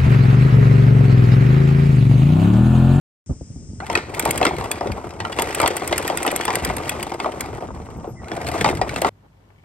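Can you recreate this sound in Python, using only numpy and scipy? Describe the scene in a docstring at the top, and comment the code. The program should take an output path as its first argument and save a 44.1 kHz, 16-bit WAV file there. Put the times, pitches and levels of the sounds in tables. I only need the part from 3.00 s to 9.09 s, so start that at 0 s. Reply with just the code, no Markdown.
"""Wind and a faint hiss set in after a moment of silence, with a first light knock on a hollow deck.
Then an electric windlass hauls anchor chain over the fibreglass foredeck of a catamaran, in surges.
Sliding links rumble, knock and clink, and snap into the steel chain wheel up to about ten times a second.
The drive whines and groans as it spins up. Noise bursts ring filters shaped like deck, steel and links;
gliding tones make the whines, and two ports of a phone held above the deck hear it all."""
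import sys
import numpy as np
from scipy import signal
from scipy.fft import rfft, irfft, next_fast_len
from scipy.io import wavfile
from scipy.ndimage import uniform_filter1d

SR = 44100
rng = np.random.default_rng(int(sys.argv[2]) if len(sys.argv) > 2 else 0)


def dump_mix(stems):
    """Bounce the given channels to the path in sys.argv[1] as a 16-bit WAV at rate SR."""
    frames = np.atleast_2d(stems).T  # one column per channel
    limited = np.clip(frames, -1, 1)  # hard clip at full scale
    pcm = np.round(limited * 32767).astype(np.int16)
    wavfile.write(sys.argv[1], SR, pcm)


N = 268709
TIME = np.arange(N) / SR
FREQS = np.fft.rfftfreq(2048, 1 / SR)
HIT_TIME = np.arange(8192) / SR


def undb(db):
    """Decibels to gain."""
    return 10 ** (np.asarray(db) / 20)


def spectrum(points):
    """Gain at each frequency, drawn through (pitch_hz, level_db) points."""
    hz, db = np.transpose(points)
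    return undb(np.interp(np.log(FREQS + 1), np.log(hz), db))


def colour(x, gain):
    """Filter that responds without delay; only the shape of the gains counts, white noise keeps its power."""
    # folding the cepstrum forward in time gives the minimum-phase response
    cepstrum = irfft(np.log(gain + 1e-6))
    half = len(cepstrum) // 2
    cepstrum[1:half] *= 2
    cepstrum[half + 1:] = 0
    response = irfft(np.exp(rfft(cepstrum)))[:half]
    response = response / np.linalg.norm(response)
    return signal.fftconvolve(x, response[None], axes=1)[:, :x.shape[1]]


def noise(size=N):
    """Two unrelated noises: the sound that both ports share, and the scattered rest."""
    return rng.standard_normal((2, size))


def walk(rate):
    """Random wander with a spread near 1, through rate random points a second."""
    knots = rng.standard_normal(N // 100)
    return 1.2 * np.interp(TIME * rate, np.arange(len(knots)), knots)


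def add(out, s, sound):
    """Mix a sound in at time s, in seconds."""
    start = max(int(s * SR), 0)
    part = out[:, start:start + sound.shape[1]]
    part += sound[:, :part.shape[1]]


def blow(gain, db, rise_s, fall_s, tail_db=-16, tail_s=0.013, size=8192):
    """One contact: a burst of chatter and a weak tail ring a body; db is its loudest 4 ms."""
    t = HIT_TIME[:size]
    decay = np.exp(-t / fall_s) + undb(tail_db) * np.exp(-t / tail_s)
    shape = (1 - np.exp(-t / rise_s)) * decay
    sound = colour(noise(size=len(t)) * shape, gain)
    power = uniform_filter1d(sound ** 2, size=176, axis=1).max(axis=1, keepdims=True)
    return sound * undb(db) / np.sqrt(power)


# surges of the chain: start_s, pick_up_s, run_s, slow_down_s, top_speed (0-1)
SURGES = [(0.803, 0.12, 0.0092, 0.15, 0.27), (1.049, 0.12, 0.033, 1.38, 0.44),
          (2.14, 0.32, 0.89, 1.89, 0.46), (5.172, 0.42, 0.11, 0.14, 0.53), (5.76, 0.31, .1, 0.21, 0.63)]


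def chain_speed():
    """Each surge picks up, runs steadily and slows evenly; the fastest one carries the chain."""
    speed = np.zeros(N)
    for s, pick_up_s, run_s, slow_s, top in SURGES:
        rise = np.clip((TIME - s) / pick_up_s, 0, 1)
        fall = np.clip(1 - (TIME - s - pick_up_s - run_s) / slow_s, 0, 1)
        speed = np.maximum(speed, top * rise * fall)
    return speed


AIR_START_S = 0.261  # hiss and steady wind begin
HISS_DROP_DB, HISS_DROP_S = -6.5, 0.31  # the hiss sinks by this much, over this time
# colour of the hiss: pitch_hz, level_db
AIR = [(1800, 1.5), (4300, -7.5), (5200, 12.5), (8500, 8.5), (9600, 4), (10500, -35), (16000, -73)]


def air(level_db):
    """A faint noise hiss that sinks once the winch runs."""
    sunk = np.clip((TIME - SURGES[0][0]) / HISS_DROP_S, 0, 1)
    hiss = colour(noise() * (TIME > AIR_START_S), spectrum(AIR))
    return undb(level_db + HISS_DROP_DB * sunk) * hiss


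BREEZE_DB, FLUTTER_DB = -38.5, 3  # wind between gusts, before the flutter; spread of the flutter
# colour of the wind: pitch_hz, level_db
GUST = [(20, -47), (45, -9), (75, -1), (230, -9.5), (800, -39), (4000, -92)]
# gusts on the ports, levels before the flutter: peak_s, half_length_s, level_db
GUSTS = [(.92, 0.045, -31), (1.336, 0.17, -36), (1.92, 0.06, -28), (3.68, 0.14, -31), (4.95, 0.4, -37.5),
         (5.75, 0.42, -30)]
# single buffets of wind: start_s, level_db
BUFFETS = [(0.294, -17.5), (0.307, -16), (0.41, -25.5), (0.502, -29.5), (0.558, -28.5), (0.731, -30.5),
           (1.899, -19.5), (3.631, -24.5), (3.676, -23), (4.979, -26.5)]


def wind():
    """Eddies rumble on the ports, swelling with each gust; a few strike as single thumps."""
    power = undb(BREEZE_DB) ** 2
    for s, half_s, db in GUSTS:
        power = power + undb(db) ** 2 * np.exp(-2 * ((TIME - s) / half_s) ** 2)
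    strength = np.sqrt(power) * undb(FLUTTER_DB * walk(30)) * (TIME > AIR_START_S)
    out = colour(noise() * strength, spectrum(GUST))
    for s, db in BUFFETS:
        add(out, s, blow(spectrum(GUST), db, rise_s=0.00033, fall_s=0.007))
    return out


# broad colour of the deck: pitch_hz, level_db
DECK = [(90, -16.5), (300, 2.5), (600, 3), (1350, -6.5), (1800, -16.5), (3000, -29), (6000, -52)]
# panel resonances of the deck: pitch_hz, width_hz, level_db
PANELS = [(343, 25, 1), (431, 64, -6), (747, 80, -4), (910, 113, -6.5), (1195, 140, -11)]


def deck_gain():
    """The hollow deck: a broad body with its panel resonances on top."""
    gain = spectrum(DECK)
    for hz, width, db in PANELS:
        gain = gain + undb(db) / (1 + (2 * (FREQS - hz) / width) ** 2)
    return gain


# a struck link rings at a few pitches, drawn afresh each time for where it is hit and held
RING_LOW_HZ, RING_HIGH_HZ, RING_Q, RING_DB = 1200, 5600, 24, 10
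# broad colour of the steel: pitch_hz, level_db
STEEL = [(600, -20), (1300, -0.5), (2000, 6.5), (3300, -5), (6500, -9), (9000, -11.5), (12500, -27),
         (16000, -32)]


def steel_gain(count=5):
    """One steel contact: the broad clank with a few narrow rings of its own."""
    # one random pitch in each of count equal musical steps
    steps = (np.arange(count) + rng.random(count)) / count
    pitches = RING_LOW_HZ * (RING_HIGH_HZ / RING_LOW_HZ) ** steps
    rings = sum(1 / (1 + (2 * RING_Q * (FREQS / hz - 1)) ** 2) for hz in pitches)
    return spectrum(STEEL) * np.sqrt(1 + undb(RING_DB) ** 2 * rings)


# blows of the chain on the deck, levels before the trims given to knocks():
# start_s, thud_level_db, main_resonance_hz, steel_crack_level_db
KNOCKS = [(0.296, -29.5, 610, -70), (0.802, -24, 1480, -32), (0.899, -15.5, 920, -17.5),
          (0.955, -11.5, 1430, -37), (0.974, -15.5, 288, -15.5), (1.257, -9.5, 836, -32),
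          (1.284, -16.5, 340, -38), (1.413, -7, 774, -16), (1.428, -13, 710, -13.5), (1.453, -7, 1350, -43),
          (1.466, -12, 318, -12.5), (1.509, -14.5, 860, -35), (1.61, -20, 970, -27),
          (1.809, -15.5, 720, -26.5), (1.857, -16, 329.2, -50), (1.871, -20, 484, -28.5),
          (2.202, -19.5, 890, -20.5), (2.25, -16.5, 1350, -21.5), (2.3873, -11.5, 920, -13.5),
          (2.6, -8.5, 1270, -21), (2.63, -9, 620, -17), (2.638, -9, 1050, -25), (2.66, -11.5, 1030, -12),
          (2.705, -14.5, 416, -28), (2.926, -12, 590, -14), (3.099, -12, 810, -25), (3.249, -14, 1110, -28),
          (3.264, -13.5, 890, -15.5), (3.277, -16, 357, -15), (3.479, -13.5, 1030, -15),
          (3.504, -14, 1010, -17), (3.536, -19.5, 973.6, -21), (3.698, -17, 1010, -20),
          (4.119, -20, 950, -29), (4.2, -17.5, 1160, -19.5), (4.244, -15.5, 1178, -29),
          (4.259, -14, 720, -27), (4.624, -21.5, 705, -48), (5.043, -24.5, 746, -47),
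          (5.075, -21.5, 390, -64), (5.316, -20, 655, -20.5), (5.644, -6, 1050, -11.5),
          (5.66, -8, 866, -16), (5.688, -15, 353.4, -18), (5.814, -7, 827, -19), (6.0185, -11, 640, -19.5),
          (6.046, -6, 1140, -17.5)]


def knocks(slap_db, boom_db, crack_db, focus_db, width_hz):
    """The chain slaps the deck: the struck panel rings briefly, the hull booms on, the steel cracks."""
    deck, steel = np.zeros((2, 2, N))
    body = deck_gain()
    for s, db, hz, steel_db in KNOCKS:
        spot = 1 + undb(focus_db) / (1 + (2 * (FREQS - hz) / width_hz) ** 2)
        slap = blow(body * spot, db + slap_db, rise_s=0.00041, fall_s=0.002, tail_db=-11.5, tail_s=0.021)
        boom = blow(body, db + boom_db, rise_s=0.011, fall_s=0.016)
        crack = blow(steel_gain(), steel_db + crack_db, rise_s=0.0008, fall_s=0.0014)
        add(deck, s, slap)
        add(deck, s, boom)
        add(steel, s, crack)
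    return deck, steel


# rings of the chain wheel: pitch_hz, fade_by_60_db_s, level_db
WHEEL = [(3410, 0.045, -20.5), (3690, 0.16, -29.5), (5100, 0.06, -23), (9510, 0.17, -30)]


def wheel(steel):
    """Every sharp steel contact leaves the chain wheel ringing faintly in a few fading tones."""
    t = HIT_TIME
    ring = 0
    for hz, t60, db in WHEEL:
        mode = np.sin(2 * np.pi * hz * t) * np.exp(-np.log(1000) * t / t60)
        ring = ring + undb(db) * mode / np.linalg.norm(mode)
    return signal.fftconvolve(steel, ring[None], axes=1)[:, :N]


# broad treble of a link: pitch_hz, level_db
PING = [(3000, -29), (7200, 2.5), (9400, 10.5), (10300, -1.5), (12300, -23), (13500, -40), (15600, -8.5)]
# short resonances of a link, before any shift or weight: pitch_hz, width_hz, level_db
LINK = [(7530, 1700, -8.5), (8260, 130, -3), (8690, 150, 4.5), (11580, 1150, 8)]


def link_gain(shift=1, weights=np.ones(len(LINK))):
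    """A link's broad treble with its short resonances; the way it is held shifts and weights them."""
    gain = spectrum(PING)
    for weight, (hz, width, db) in zip(weights, LINK):
        gain = gain + weight * undb(db) / np.hypot(1, 2 * (FREQS - shift * hz) / width) ** 2
    return gain


def grains(rate, spread_db, fall_s):
    """Envelope of many small contacts of uneven size, rate a second, with an average power of 1."""
    sizes = undb(spread_db * np.minimum(rng.exponential(size=N), 4))
    contacts = (rng.random(N) < rate / SR) * sizes
    power = signal.lfilter([1], [1, -np.exp(-2 / (fall_s * SR))], contacts ** 2)
    return np.sqrt(power / power.mean())


RUMBLE_DB, RUMBLE_POWER = -24, 0.75  # deck rumble at full speed; it grows as this power of the speed
SCRAPE_DB, SCRAPE_POWER = -27.5, 1.482  # the same for steel on steel, which dies sooner as the chain slows


def drag(speed, jingle_db):
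    """Sliding links: dense small contacts rumble in the deck, scrape on steel and blur into a fine jingle."""
    deck = undb(RUMBLE_DB) * speed ** RUMBLE_POWER
    steel = undb(SCRAPE_DB) * speed ** SCRAPE_POWER
    contacts = grains(rate=380, spread_db=3, fall_s=0.011)
    rumble = colour(noise() * contacts * deck, deck_gain())
    scrape = colour(noise() * contacts * steel, spectrum(STEEL))
    jingle = colour(noise() * contacts * steel, link_gain())
    return rumble, scrape + undb(jingle_db) * jingle


def bumps(speed, count, level_db, spread_db):
    """Sagging links tap the deck at uneven moments, harder the faster the chain runs."""
    out = np.zeros((2, N))
    body = deck_gain()
    for k, (when, force) in enumerate(rng.random((count, 2))):
        i = int((k + when) / count * N)  # one random moment in each equal slice of time
        tap_db = level_db + spread_db * (2 * force - 1)
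        tap = blow(body, tap_db, rise_s=0.0006, fall_s=0.004, size=4096)
        add(out, i / SR, tap * speed[i] ** RUMBLE_POWER)
    return out


OVERTONE_BELOW_HZ = 1200  # whines that start lower than this carry overtones
WHINE_WAVER = 0.03  # spread of the pitch wander, as a share of the pitch
# short whines and squeaks, before their wander: start_s, length_s, first_pitch_hz, last_pitch_hz, level_db
WHINES = [(.814, 0.042, 650, 930, -29), (.922, 0.032, 2000, 1920, -31), (4.96, 0.035, 15500, 9500, -61),
          (5.045, 0.15, 14500, 7800, -60), (5.152, 0.082, 2030, 1910, -46.5),
          (5.245, 0.06, 620, 860, -35.5), (5.34, 0.14, 1480, 1780, -40)]


def whines(overtone_db):
    """The gears whine and the steel squeaks briefly, as gliding tones of gritty, unsteady pitch."""
    out = np.zeros((2, N))
    for s, length, first_hz, last_hz, db in WHINES:
        progress = np.clip((TIME - s) / length, 0, 1)
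        glide = first_hz + (last_hz - first_hz) * progress
        hz = glide * (1 + WHINE_WAVER * walk(430))
        phase = 2 * np.pi * np.cumsum(hz) / SR
        overtone = undb(overtone_db) * (first_hz < OVERTONE_BELOW_HZ)
        whine = np.sin(phase) + overtone * np.sin(2 * phase) + overtone ** 2 * np.sin(3 * phase)
        swell = np.sin(np.pi * progress)
        out[0] += undb(db + 2 * walk(80)) * swell * whine
    return out


# loose links clinking on each other, levels before the trim given to clatter(): start_s, level_db
CLINKS = [(0.844, -40.5), (0.865, -30.5), (0.928, -25.5), (1.146, -24.5), (1.332, -32), (1.918, -26),
          (2.106, -35), (2.325, -24.5), (2.395, -18.5), (2.488, -29), (3.025, -25), (3.069, -29),
          (3.409, -17.5), (5.243, -38), (5.283, -33), (5.414, -27.5), (5.467, -24), (5.486, -23.5),
          (5.61, -13.5), (5.678, -25), (5.77, -28.5), (5.892, -21), (5.96, -19)]


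def clatter(speed, count, loud_db, level_db, spread_db, bright_db):
    """Links clink on each other: a few clear touches among many light ones, each with a colour of its own."""
    out = np.zeros((2, N))
    touches = [(s, db + loud_db) for s, db in CLINKS]
    for when, force in rng.random((count, 2)):
        i = int(when * N)
        if speed[i] > 0:  # light touches only while the chain moves
            speed_db = 20 * SCRAPE_POWER * np.log10(speed[i])
            touches.append((i / SR, level_db + spread_db * force + speed_db))
    ping = undb(bright_db) * link_gain()
    for s, db in touches:
        hardness = rng.random()
        clink = blow(steel_gain() + hardness * ping, db, rise_s=.001, fall_s=.0025, size=2048)
        add(out, s, clink)
    return out


# links snapping into the chain wheel, levels before the trims given to snaps():
# start_s, ping_level_db, clank_level_db
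SNAPS = [(0.9523, -14.5, -6), (1.195, -1, -16), (1.252, -9.5, -16.5), (1.308, -3, -15), (1.3762, -8, -21),
         (1.451, -10.5, -10), (1.714, -4.5, -16.5), (2.42, -4.5, -18), (2.547, -7.5, -19),
         (2.6001, -10.5, -14), (2.615, -8, -18.5), (2.676, -4, -14), (2.7666, -6.5, -23), (2.8758, -8, -30),
         (2.979, -4.5, -16.5), (3.077, -9.5, -17), (3.1723, -7, -18), (3.229, -9.5, -23), (3.264, -9, -30),
         (3.3145, -12.5, -22), (3.3609, -4.5, -19), (3.452, -8.5, -20.5), (3.554, -4.5, -14.5),
         (3.648, -6.5, -18), (3.7662, -10.5, -23), (3.893, -6.5, -16), (4.0276, -11, -22),
         (4.407, -10.5, -20.5), (6.0164, -11, -26)]


def snaps(ping_db, clank_db, detune, uneven_db):
    """Links seat in the chain wheel: a very short bright ping, different each time, over a duller clank."""
    out = np.zeros((2, N))
    for s, db, steel_db in SNAPS:
        shift = 1 + detune * rng.standard_normal()
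        weights = undb(uneven_db * rng.standard_normal(len(LINK)))
        link = link_gain(shift, weights)
        ping = blow(link, db + ping_db, rise_s=0.00063, fall_s=0.0025, tail_db=-24, tail_s=0.0091)
        clank = blow(steel_gain(), steel_db + clank_db, rise_s=0.0014, fall_s=0.0022,
                     tail_db=-29.5, tail_s=0.067)
        add(out, s, ping)
        add(out, s, clank)
    return out


# the drive groans once a turn as it takes up the load again
GROAN_S, GROAN_LENGTH_S, GROAN_HZ, GROAN_WIDTH_HZ, GROAN_DB = 5.32, 0.26, 700, 140, -26.5
FIRST_TURNS_PER_S, LAST_TURNS_PER_S = 21, 30


def groan():
    """The loaded drive rubs once a turn, faster as it spins up, and rings one narrow resonance."""
    t = np.arange(int(GROAN_LENGTH_S * SR)) / SR
    turns = np.cumsum(np.linspace(FIRST_TURNS_PER_S, LAST_TURNS_PER_S, len(t))) / SR
    rub = ((1 + np.cos(2 * np.pi * turns)) / 2) ** 2
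    out = np.zeros((2, N))
    add(out, GROAN_S, noise(size=len(t)) * rub)
    resonance = 1 / (1 + (2 * (FREQS - GROAN_HZ) / GROAN_WIDTH_HZ) ** 2)
    return undb(GROAN_DB) * colour(out, resonance)


# the two ports: pitch_hz, left_lead_radians, left_minus_right_db, likeness (0-1)
PORTS = [(79.6, 0.01, 0.5, 0.86), (450, 0.28, 1.5, 0.98), (580, 0.81, 3.5, 0.9), (1210, 0.79, 0.5, 0.81),
         (1480, 0.81, -3.5, 0.17), (1842, 4.95, -1.5, 0.84), (2860, 6.88, 4.5, 0.77), (6800, 9.5, 8, 0.83),
         (8480, 5.8, -1, 0.85), (11540, 1.18, 0.5, 1)]


def ports(sound):
    """Shared and scattered sound reach two ports, with a lag and shading that change with pitch."""
    size = next_fast_len(N + 4096)
    shared, scattered = rfft(sound, size)
    hz, *columns = np.transpose(PORTS)
    freqs = np.fft.rfftfreq(size, 1 / SR)
    lead, balance_db, likeness = (np.interp(freqs, hz, c) for c in columns)
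    likeness = np.clip(likeness, 0, 1)
    side = np.array([[1], [-1]])  # left, right
    mix = np.sqrt((1 + likeness) / 2) * shared + side * np.sqrt((1 - likeness) / 2) * scattered
    shading = undb(side * balance_db / 2)
    lag = np.exp(side * 1j * lead / 2)
    return irfft(mix * shading * lag, size)[:, :N]


def scene():
    """Weather, deck, steel and drive at the phone."""
    speed = chain_speed()
    weather = wind() + air(level_db=-53.0)
    thuds, cracks = knocks(slap_db=-2.5, boom_db=-14, crack_db=-3.5, focus_db=21.5, width_hz=396)
    rumble, scrape = drag(speed, jingle_db=-14.0)
    taps = bumps(speed, count=130, level_db=-18.0, spread_db=3.5)
    loose = clatter(speed, count=340, loud_db=-3, level_db=-27, spread_db=10.5, bright_db=-13.0)
    strikes = cracks + loose + snaps(ping_db=-12.0, clank_db=-3.5, detune=0.015, uneven_db=0.5)
    drive = whines(overtone_db=-7.5) + groan()
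    deck = thuds + rumble + taps
    steel = scrape + strikes + wheel(strikes)
    return ports(weather + deck + steel + drive)


TOP_HZ = 15900


def record(dry):
    """The phone rounds the loudest peaks and cuts the top."""
    rounded = np.tanh(dry)
    low_pass = signal.ellip(10, .2, 90, TOP_HZ, fs=SR, output="sos")
    return signal.sosfilt(low_pass, rounded)


dry = scene()
out = record(dry)
dump_mix(out)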